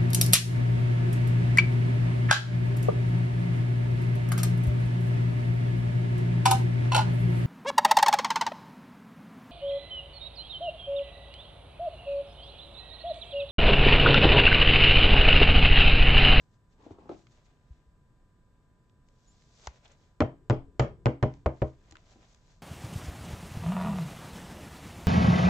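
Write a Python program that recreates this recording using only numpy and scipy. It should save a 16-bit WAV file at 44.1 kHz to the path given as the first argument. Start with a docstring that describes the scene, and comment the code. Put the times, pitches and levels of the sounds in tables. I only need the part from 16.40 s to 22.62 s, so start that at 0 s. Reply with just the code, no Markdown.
"""Trading card into a plastic holder

Close up, on a small stereo microphone at a table in a small room. After a few soft bumps a sleeved card
slides into a rigid holder, hissing with tiny slips, squeaks faintly and stops with a click. The holder
is tapped seven times to seat the card: it clacks, the table thumps and rings, and the input overloads.
Gloved fingers then turn it over, above a low room rumble and a thin electrical whine."""
import sys
import numpy as np
from scipy import signal
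from scipy.fft import rfft, irfft, next_fast_len
from scipy.io import wavfile
from scipy.ndimage import map_coordinates

SR = 44100
rng = np.random.default_rng(int(sys.argv[2]) if len(sys.argv) > 2 else 0)


def bounce(signal):
    """Save signal as a 16-bit WAV file at the path given by the first command-line argument."""
    frames = np.transpose(np.atleast_2d(signal))
    limited = np.clip(frames, -1, 1)
    pcm = np.round(limited * 32767).astype(np.int16)
    wavfile.write(sys.argv[1], SR, pcm)


N = 274302

# room tone: freq_hz, relative_db
RUMBLE_SPECTRUM = [(12, -20.5), (20, 2.5), (51, -2.5), (70, -7.5), (119, -6), (271, -19), (366, -23),
                   (415, -22.5), (838, -31), (1020, -30), (1100, -32), (1650, -34), (1970, -39.5),
                   (8000, -50), (10400, -74), (17600, -120)]
# steady electrical tones: pitch_hz, level_db
WHINE_TONES = [(1001, -84), (1200, -91.5), (1599, -91.5), (1798, -96.5), (3601, -103), (6998, -101),
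               (7499, -103), (8000, -86.5)]
# decay of the small room: freq_hz, t60_s
ROOM_DECAY = [(60, 0.71), (160, 0.24), (420, 0.21), (1100, 0.24), (3000, 0.24), (5000, 0.26), (7500, 0.16)]
# likeness of the sound at the microphone's two ports: freq_hz, correlation (0-1)
PORT_LIKENESS = [(100, 0.91), (500, 0.89), (1200, 0.26), (3000, 0), (8000, 0.7)]
# the microphone's treble roll-off: freq_hz, gain_db
MIC_RESPONSE = [(7300, 2.5), (8000, -8), (8800, -20.5), (10000, -27), (14000, -33.5)]

# something dragged on the table: freq_hz, relative_db
DRAG_SPECTRUM = [(100, 8), (300, 15.5), (600, 4), (1000, 10.5), (1400, -6.5), (2500, -10.5), (7000, -21.5)]
# soft bumps of things handled on the table: start_s, level_db
SOFT_BUMPS = [(0.464, -48), (0.508, -46), (0.586, -49.5), (0.657, -50.5), (0.693, -31), (0.702, -45),
              (0.715, -39), (5.525, -54.5), (5.759, -57.5), (5.79, -61.5)]
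# one soft bump: freq_hz, relative_db
BUMP_SPECTRUM = [(60, -15), (180, 0), (310, 10), (550, -1.5), (800, -1.5), (1050, -13.5), (1350, -16),
                 (1900, -33.5), (3500, -32.5), (7000, -46.5)]
# dull low thuds carried through the table, from handling and from the holder's corner landing:
# start_s, level_db, pitch_hz
TABLE_THUDS = [(0.511, -39, 92), (0.584, -49, 69.6), (1.304, -31, 56.4), (1.463, -44.5, 59.7),
               (3.272, -28.5, 60), (3.821, -14.5, 98.5), (5.511, -42.5, 72)]
# small plastic clicks: start_s, level_db, centre_hz, width_octaves, t60_s
EDGE_CLICKS = [(0.869, -59.5, 1850, 0.86, 0.027), (2.497, -68, 2900, 0.93, .012),
               (2.687, -62.5, 3500, 1.2, 0.012), (3.022, -62, 2340, 0.7, 0.0089),
               (3.457, -57, 3070, 0.25, 0.032), (3.479, -62, 4540, 0.85, .023),
               (3.518, -61.5, 6920, 0.23, 0.036), (4.939, -58, 2950, 0.88, .016),
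               (5.511, -49, 2350, 2.6, 0.018), (5.523, -51, 1510, 2, 0.019),
               (5.555, -49.5, 1400, 0.64, 0.029), (5.569, -50, 1490, 1.5, 0.01),
               (5.947, -54.5, 4750, 2.2, 0.014)]

# fine hiss of sliding plastic: freq_hz, relative_db
HISS_SPECTRUM = [(1500, -32), (3500, 1), (5000, 0.5), (6500, 1.5), (7600, -1.5), (8400, 3), (9500, -6.5)]
# the lower scrape under it: freq_hz, relative_db
SCRAPE_SPECTRUM = [(200, -5), (600, 5.5), (1200, -1.5), (2500, -3), (4000, -8), (7000, -31.5)]
# gloved fingers brush sleeve and holder: peak_s, length_s, hiss_db, scrape_re_hiss_db
FINGER_STROKES = [(.01, 0.1, -79, -4), (.14, 0.066, -81, -3), (.33, 0.041, -78.5, -2),
                  (.45, 0.087, -75.5, 6.5), (.52, 0.038, -75, 2), (.6, 0.098, -91, 0),
                  (.73, 0.044, -74.5, 10), (.795, 0.11, -72, -2), (.925, .04, -76, -10),
                  (.97, 0.11, -75, 2.5), (1.06, 0.03, -76, -6), (1.11, 0.11, -83.5, 7.5),
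                  (1.33, 0.26, -84, 5), (3.29, 0.1, -75.5, 7.5), (3.365, 0.075, -71.5, 2.5),
                  (3.455, 0.035, -68, 4.5), (3.515, 0.056, -73.5, 7.5), (3.63, 0.19, -76, 0),
                  (4.96, 0.14, -78.5, 2.5), (5.18, 0.11, -76.5, 2.5), (5.28, 0.12, -76, 0.5),
                  (5.496, 0.2, -75, 4), (5.595, 0.03, -79, 7), (5.715, 0.12, -67.5, -1),
                  (5.835, 0.058, -71.5, 3), (5.915, 0.11, -70, -3.5), (6.11, 0.2, -71.5, -2.5)]
# the card is pushed home, rubbing harder as it goes deeper: time_s, hiss_db
CARD_PUSH = [(2.66, -89), (2.8, -78), (2.93, -73.5), (3.12, -72), (3.265, -60.5)]
# the sleeve squeaks as it enters: time_s, pitch_hz, level_db
SQUEAK_PATH = [(2.865, 6600, -91), (2.88, 6800, -66.5), (2.91, 7300, -71), (2.939, 7800, -79)]

# the holder's edge hits the table: start_s, clack_db, hardness_hz, second_corner_lag_s,
# second_re_first_db, ring_db, thump_hz, thump_t60_s, sway_db
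HOLDER_TAPS = [(3.8049, -11.5, 3020, 0.016, -8.5, -21, 309, 0.045, -25.5),
               (4.0990, -12.5, 5000, 0.0067, -4, -21.5, 116.4, .1, -29),
               (4.3958, -10, 8000, 0.0021, 0.5, -27.5, 126.8, 0.11, -21),
               (4.6581, -12, 4480, .0081, -6.5, -20, 119, 0.089, -26.5),
               (4.8275, -16.5, 4000, .0031, 1.5, -21.5, 113.7, 0.074, -28),
               (5.0600, -20, 1700, 0.0028, 3.5, -28, 83.8, 0.073, -21),
               (5.2186, -22, 1700, .0029, 0.5, -28, 112, 0.058, -22.5)]
# the holder's clack: freq_hz, relative_db
CLACK_SPECTRUM = [(100, 4.5), (300, 7), (600, 10), (1200, -0.5), (1700, -9), (2200, -8), (2650, -16.5),
                  (3100, -13), (3700, -25), (6000, -25.5), (7300, -23), (8500, -31)]
# resonances of the table: pitch_hz, level_re_ring_db, t60_s
TABLE_MODES = [(129, -1, 0.23), (157, -26.5, 0.41), (190, 2.5, 0.078), (237.3, -4.5, 0.15),
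               (278.4, -20.5, 0.44), (325.6, -5.5, 0.22), (368.6, -16.5, 0.2), (424, -3, 0.13),
               (487, -7, 0.16), (545.6, -0.5, 0.08), (575, -2, 0.092), (615, -2, 0.16), (751, -10, 0.074),
               (781, -13.5, 0.14), (920, -34, 0.19), (1374, -22, 0.058)]

THUD_BUILD_CYCLES = 0.39  # the heavy table top is slow to start


def amp(db):
    """Decibels to gain."""
    return 10 ** (np.asarray(db) / 20)


def unit(x):
    """Scale to rms 1."""
    return x / np.sqrt(np.mean(x ** 2) + 1e-20)


def along(points, hz):
    """Read (freq_hz, value) points on a log frequency axis."""
    freqs, values = np.transpose(points)
    return np.interp(np.log(hz + 1), np.log(freqs + 1), values)


def clock(size):
    """Seconds for each sample."""
    return np.arange(size) / SR


def wobble(rate_hz):
    """A smooth random curve with rate_hz knots a second."""
    knots = rng.standard_normal(int(N * rate_hz / SR) + 4)
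    return map_coordinates(knots, [np.arange(N) * rate_hz / SR])


def held(start_s, end_s, fade_s):
    """Gain 1 from start to end, fading away on both sides."""
    t = clock(N)
    return np.exp(-np.abs(t - np.clip(t, start_s, end_s)) / fade_s)


def add(track, start_s, sound):
    """Mix a sound into the track."""
    part = track[:, round(start_s * SR):][:, :sound.shape[-1]]
    part += sound[..., :part.shape[1]]


def filtered(x, response):
    """Pass x through a complex response of frequency."""
    size = x.shape[-1]
    padded = next_fast_len(size + SR // 4)
    hz = np.fft.rfftfreq(padded, 1 / SR)
    return irfft(rfft(x, padded) * response(hz), padded)[..., :size]


def coloured(x, spectrum_db, size=4096):
    """Pass x through a causal filter of energy 1, shaped like spectrum_db(hz)."""
    hz = np.fft.rfftfreq(size, 1 / SR)
    cepstrum = irfft(np.log(amp(spectrum_db(hz))))
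    cepstrum[1:size // 2] *= 2  # fold to minimum phase
    cepstrum[size // 2 + 1:] = 0
    kernel = irfft(np.exp(rfft(cepstrum)))
    return signal.fftconvolve(x, kernel[None] / np.linalg.norm(kernel), axes=1)[:, :x.shape[1]]


def port_noise(size):
    """White stereo noise, alike at both microphone ports in the bass and less so higher up."""
    def mid_side_gains(hz):
        angle = np.arccos(np.clip(along(PORT_LIKENESS, hz), -1, 1)) / 2
        return np.array([np.cos(angle), np.sin(angle)])
    mid, side = filtered(rng.standard_normal((2, size)), mid_side_gains)
    return np.array([mid + side, mid - side])


def steady_noise(spectrum):
    """Stereo noise of rms 1 with the given spectrum."""
    return unit(filtered(port_noise(N), lambda hz: amp(along(spectrum, hz))))


def in_room(x, wet_db):
    """The direct sound and the small room's answer, each frequency dying at its own speed."""
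    hz, t, bands = signal.stft(port_noise(SR // 2), SR, nperseg=256)
    decay = amp(-60 * t / along(ROOM_DECAY, hz)[:, None])
    _, tail = signal.istft(bands * decay, SR, nperseg=256)
    tail *= np.clip(clock(tail.shape[1]) / 0.0073, 0, 1) ** 2  # reflections take a moment to gather
    response = amp(wet_db) * tail / np.linalg.norm(tail[0])
    response[:, 0] += 1
    return signal.fftconvolve(x, response, axes=1)


def strike(spectrum_db, t60_s, spike):
    """A contact: one sharp impulse and a dense, quickly dying ring."""
    t = clock(SR // 4)
    ring = port_noise(len(t)) * amp(-60 * t / t60_s)
    ring[:, 0] -= spike
    return coloured(ring, spectrum_db)


def mode(hz, t60_s, build_s=0.00092):
    """One struck resonance; it builds up briefly and reaches the two ports slightly out of step."""
    t = clock(SR // 2)
    phase = rng.normal(0, 0.14) * np.array([[1], [-1]])
    rise = 1 - np.exp(-(t / build_s) ** 2)
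    return -np.sin(2 * np.pi * hz * t + phase) * amp(-60 * t / t60_s) * rise


def snap(centre_hz, octaves, t60_s):
    """A very short plastic snap: one broad hump of frequencies, almost dry."""
    hump_db = lambda hz: -10 * np.log10(1 + (np.log2((hz + 1) / centre_hz) / octaves) ** 4)
    return in_room(strike(hump_db, t60_s, spike=3), wet_db=-20)


def room_tone():
    """Low room rumble and a thin electrical whine."""
    whine = sum(amp(db) * np.sqrt(2) * np.sin(2 * np.pi * (hz * clock(N) + rng.random()))
                for hz, db in WHINE_TONES)
    return amp(-63.5) * steady_noise(RUMBLE_SPECTRUM) + whine


def table_handling():
    """A short drag, soft bumps and dull thuds stir mostly the table's low resonances."""
    drag = unit(steady_noise(DRAG_SPECTRUM) * amp(2.9 * wobble(rate_hz=54)))
    out = amp(-62.5) * held(start_s=0.41, end_s=0.67, fade_s=0.031) * drag
    for start_s, db in SOFT_BUMPS:
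        bump = strike(lambda hz: along(BUMP_SPECTRUM, hz), t60_s=0.048, spike=7.1)
        add(out, start_s, in_room(amp(db) * bump, wet_db=-6.5))
    for start_s, db, hz in TABLE_THUDS:
        add(out, start_s, amp(db) * mode(hz, t60_s=0.081, build_s=THUD_BUILD_CYCLES / hz))
    return out


def edge_clicks():
    """Edges of card and holder catch and let go."""
    out = np.zeros((2, N))
    for start_s, db, centre_hz, octaves, t60_s in EDGE_CLICKS:
        add(out, start_s, amp(db) * snap(centre_hz, octaves, t60_s))
    return out


def finger_stroke(peak_s, length_s, rise_share=0.54):
    """Gain of one stroke: the finger speeds up, is fastest at peak_s and slows down."""
    t = clock(N) - peak_s
    width_s = length_s * np.where(t < 0, rise_share, 1 - rise_share)
    return np.exp(-np.abs(t / width_s) ** 1.3)  # between a point (1) and a bell (2)


def sliding():
    """Tiny slips make a fine hiss and a lower scrape, in the long push and in every finger stroke."""
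    hiss = unit(steady_noise(HISS_SPECTRUM) * amp(1.8 * wobble(rate_hz=600)))
    scrape = unit(steady_noise(SCRAPE_SPECTRUM) * amp(2.5 * wobble(rate_hz=300)))
    times, push_db = np.transpose(CARD_PUSH)
    hiss_gain = amp(np.interp(clock(N), times, push_db)) * held(times[0], times[-1], fade_s=0.011)
    scrape_gain = amp(-5) * hiss_gain
    for peak_s, length_s, hiss_db, scrape_re_hiss_db in FINGER_STROKES:
        stroke = amp(hiss_db) * finger_stroke(peak_s, length_s)
        hiss_gain += stroke
        scrape_gain += amp(scrape_re_hiss_db) * stroke
    return hiss_gain * hiss + scrape_gain * scrape


def sleeve_squeak():
    """For a moment the slips lock into a thin rising tone."""
    t = clock(N)
    times, hz, db = np.transpose(SQUEAK_PATH)
    pitch_hz = np.interp(t, times, hz) * (1 + 0.012 * wobble(rate_hz=260))
    gain = amp(np.interp(t, times, db, left=-150, right=-150))
    return gain * np.sin(2 * np.pi * np.cumsum(pitch_hz) / SR)


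def card_stop(stop_s=3.2714, wall_lag_s=0.001256):
    """The card hits the bottom of the holder: a bright tick, then the short clack of the walls."""
    out = np.zeros((2, N))
    add(out, stop_s, amp(-38.0) * snap(centre_hz=4500, octaves=0.8, t60_s=0.014))
    add(out, stop_s + wall_lag_s, amp(-32.5) * snap(centre_hz=1060, octaves=0.62, t60_s=0.019))
    return out


def holder_taps(thump_over_ring_db=15):
    """One corner lands just before the other; the holder clacks, the table rings, thumps and sways."""
    out = np.zeros((2, N))
    for tap in HOLDER_TAPS:
        start_s, clack_db, hardness_hz, lag_s, second_db, ring_db, thump_hz, thump_t60_s, sway_db = tap
        # a softer contact lacks treble
        contact_db = lambda hz: along(CLACK_SPECTRUM, hz) - 10 * np.log10(1 + (hz / hardness_hz) ** 2)
        for corner_s, db in (start_s, clack_db), (start_s + lag_s, clack_db + second_db):
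            clack = amp(db) * strike(contact_db, t60_s=0.026, spike=4.8)
            add(out, corner_s, in_room(clack, wet_db=-13))
        scatter = rng.normal(0, [2, 0.006], (len(TABLE_MODES), 2))
        for k, ((hz, db, t60_s), (change_db, detune)) in enumerate(zip(TABLE_MODES, scatter)):
            ring = amp(ring_db + db + change_db) * mode(hz * (1 + detune), t60_s)
            add(out, start_s, (-1) ** k * ring)  # neighbouring modes swing oppositely
        thump = mode(thump_hz, thump_t60_s, build_s=THUD_BUILD_CYCLES / thump_hz)
        add(out, start_s, amp(ring_db + thump_over_ring_db) * thump)
        add(out, start_s, amp(sway_db) * mode(hz=70.0, t60_s=0.16, build_s=0.0059))
    return out


def scene():
    """The hands work close to the microphone, slightly to its left, over the room tone."""
    close = holder_taps() + table_handling() + edge_clicks() + card_stop() + sliding() + sleeve_squeak()
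    return close * amp([[0.5], [-0.5]]) + room_tone()


def record(dry):
    """The microphone's input clips; its coupling makes the flat tops sag; the treble rolls off."""
    ceiling, hardness, coupling_hz, top_hz = amp(-19.0), 6, 32, 15000
    clipped = dry / (1 + np.abs(dry / ceiling) ** hardness) ** (1 / hardness)
    coupling = lambda hz: 1j * hz / (coupling_hz + 1j * hz)
    voiced = filtered(clipped, lambda hz: coupling(hz) * amp(along(MIC_RESPONSE, hz)))
    self_noise = amp(-91.5) * rng.standard_normal((2, N))
    return filtered(voiced + self_noise, lambda hz: hz < top_hz)


dry = scene()
out = record(dry)
bounce(out)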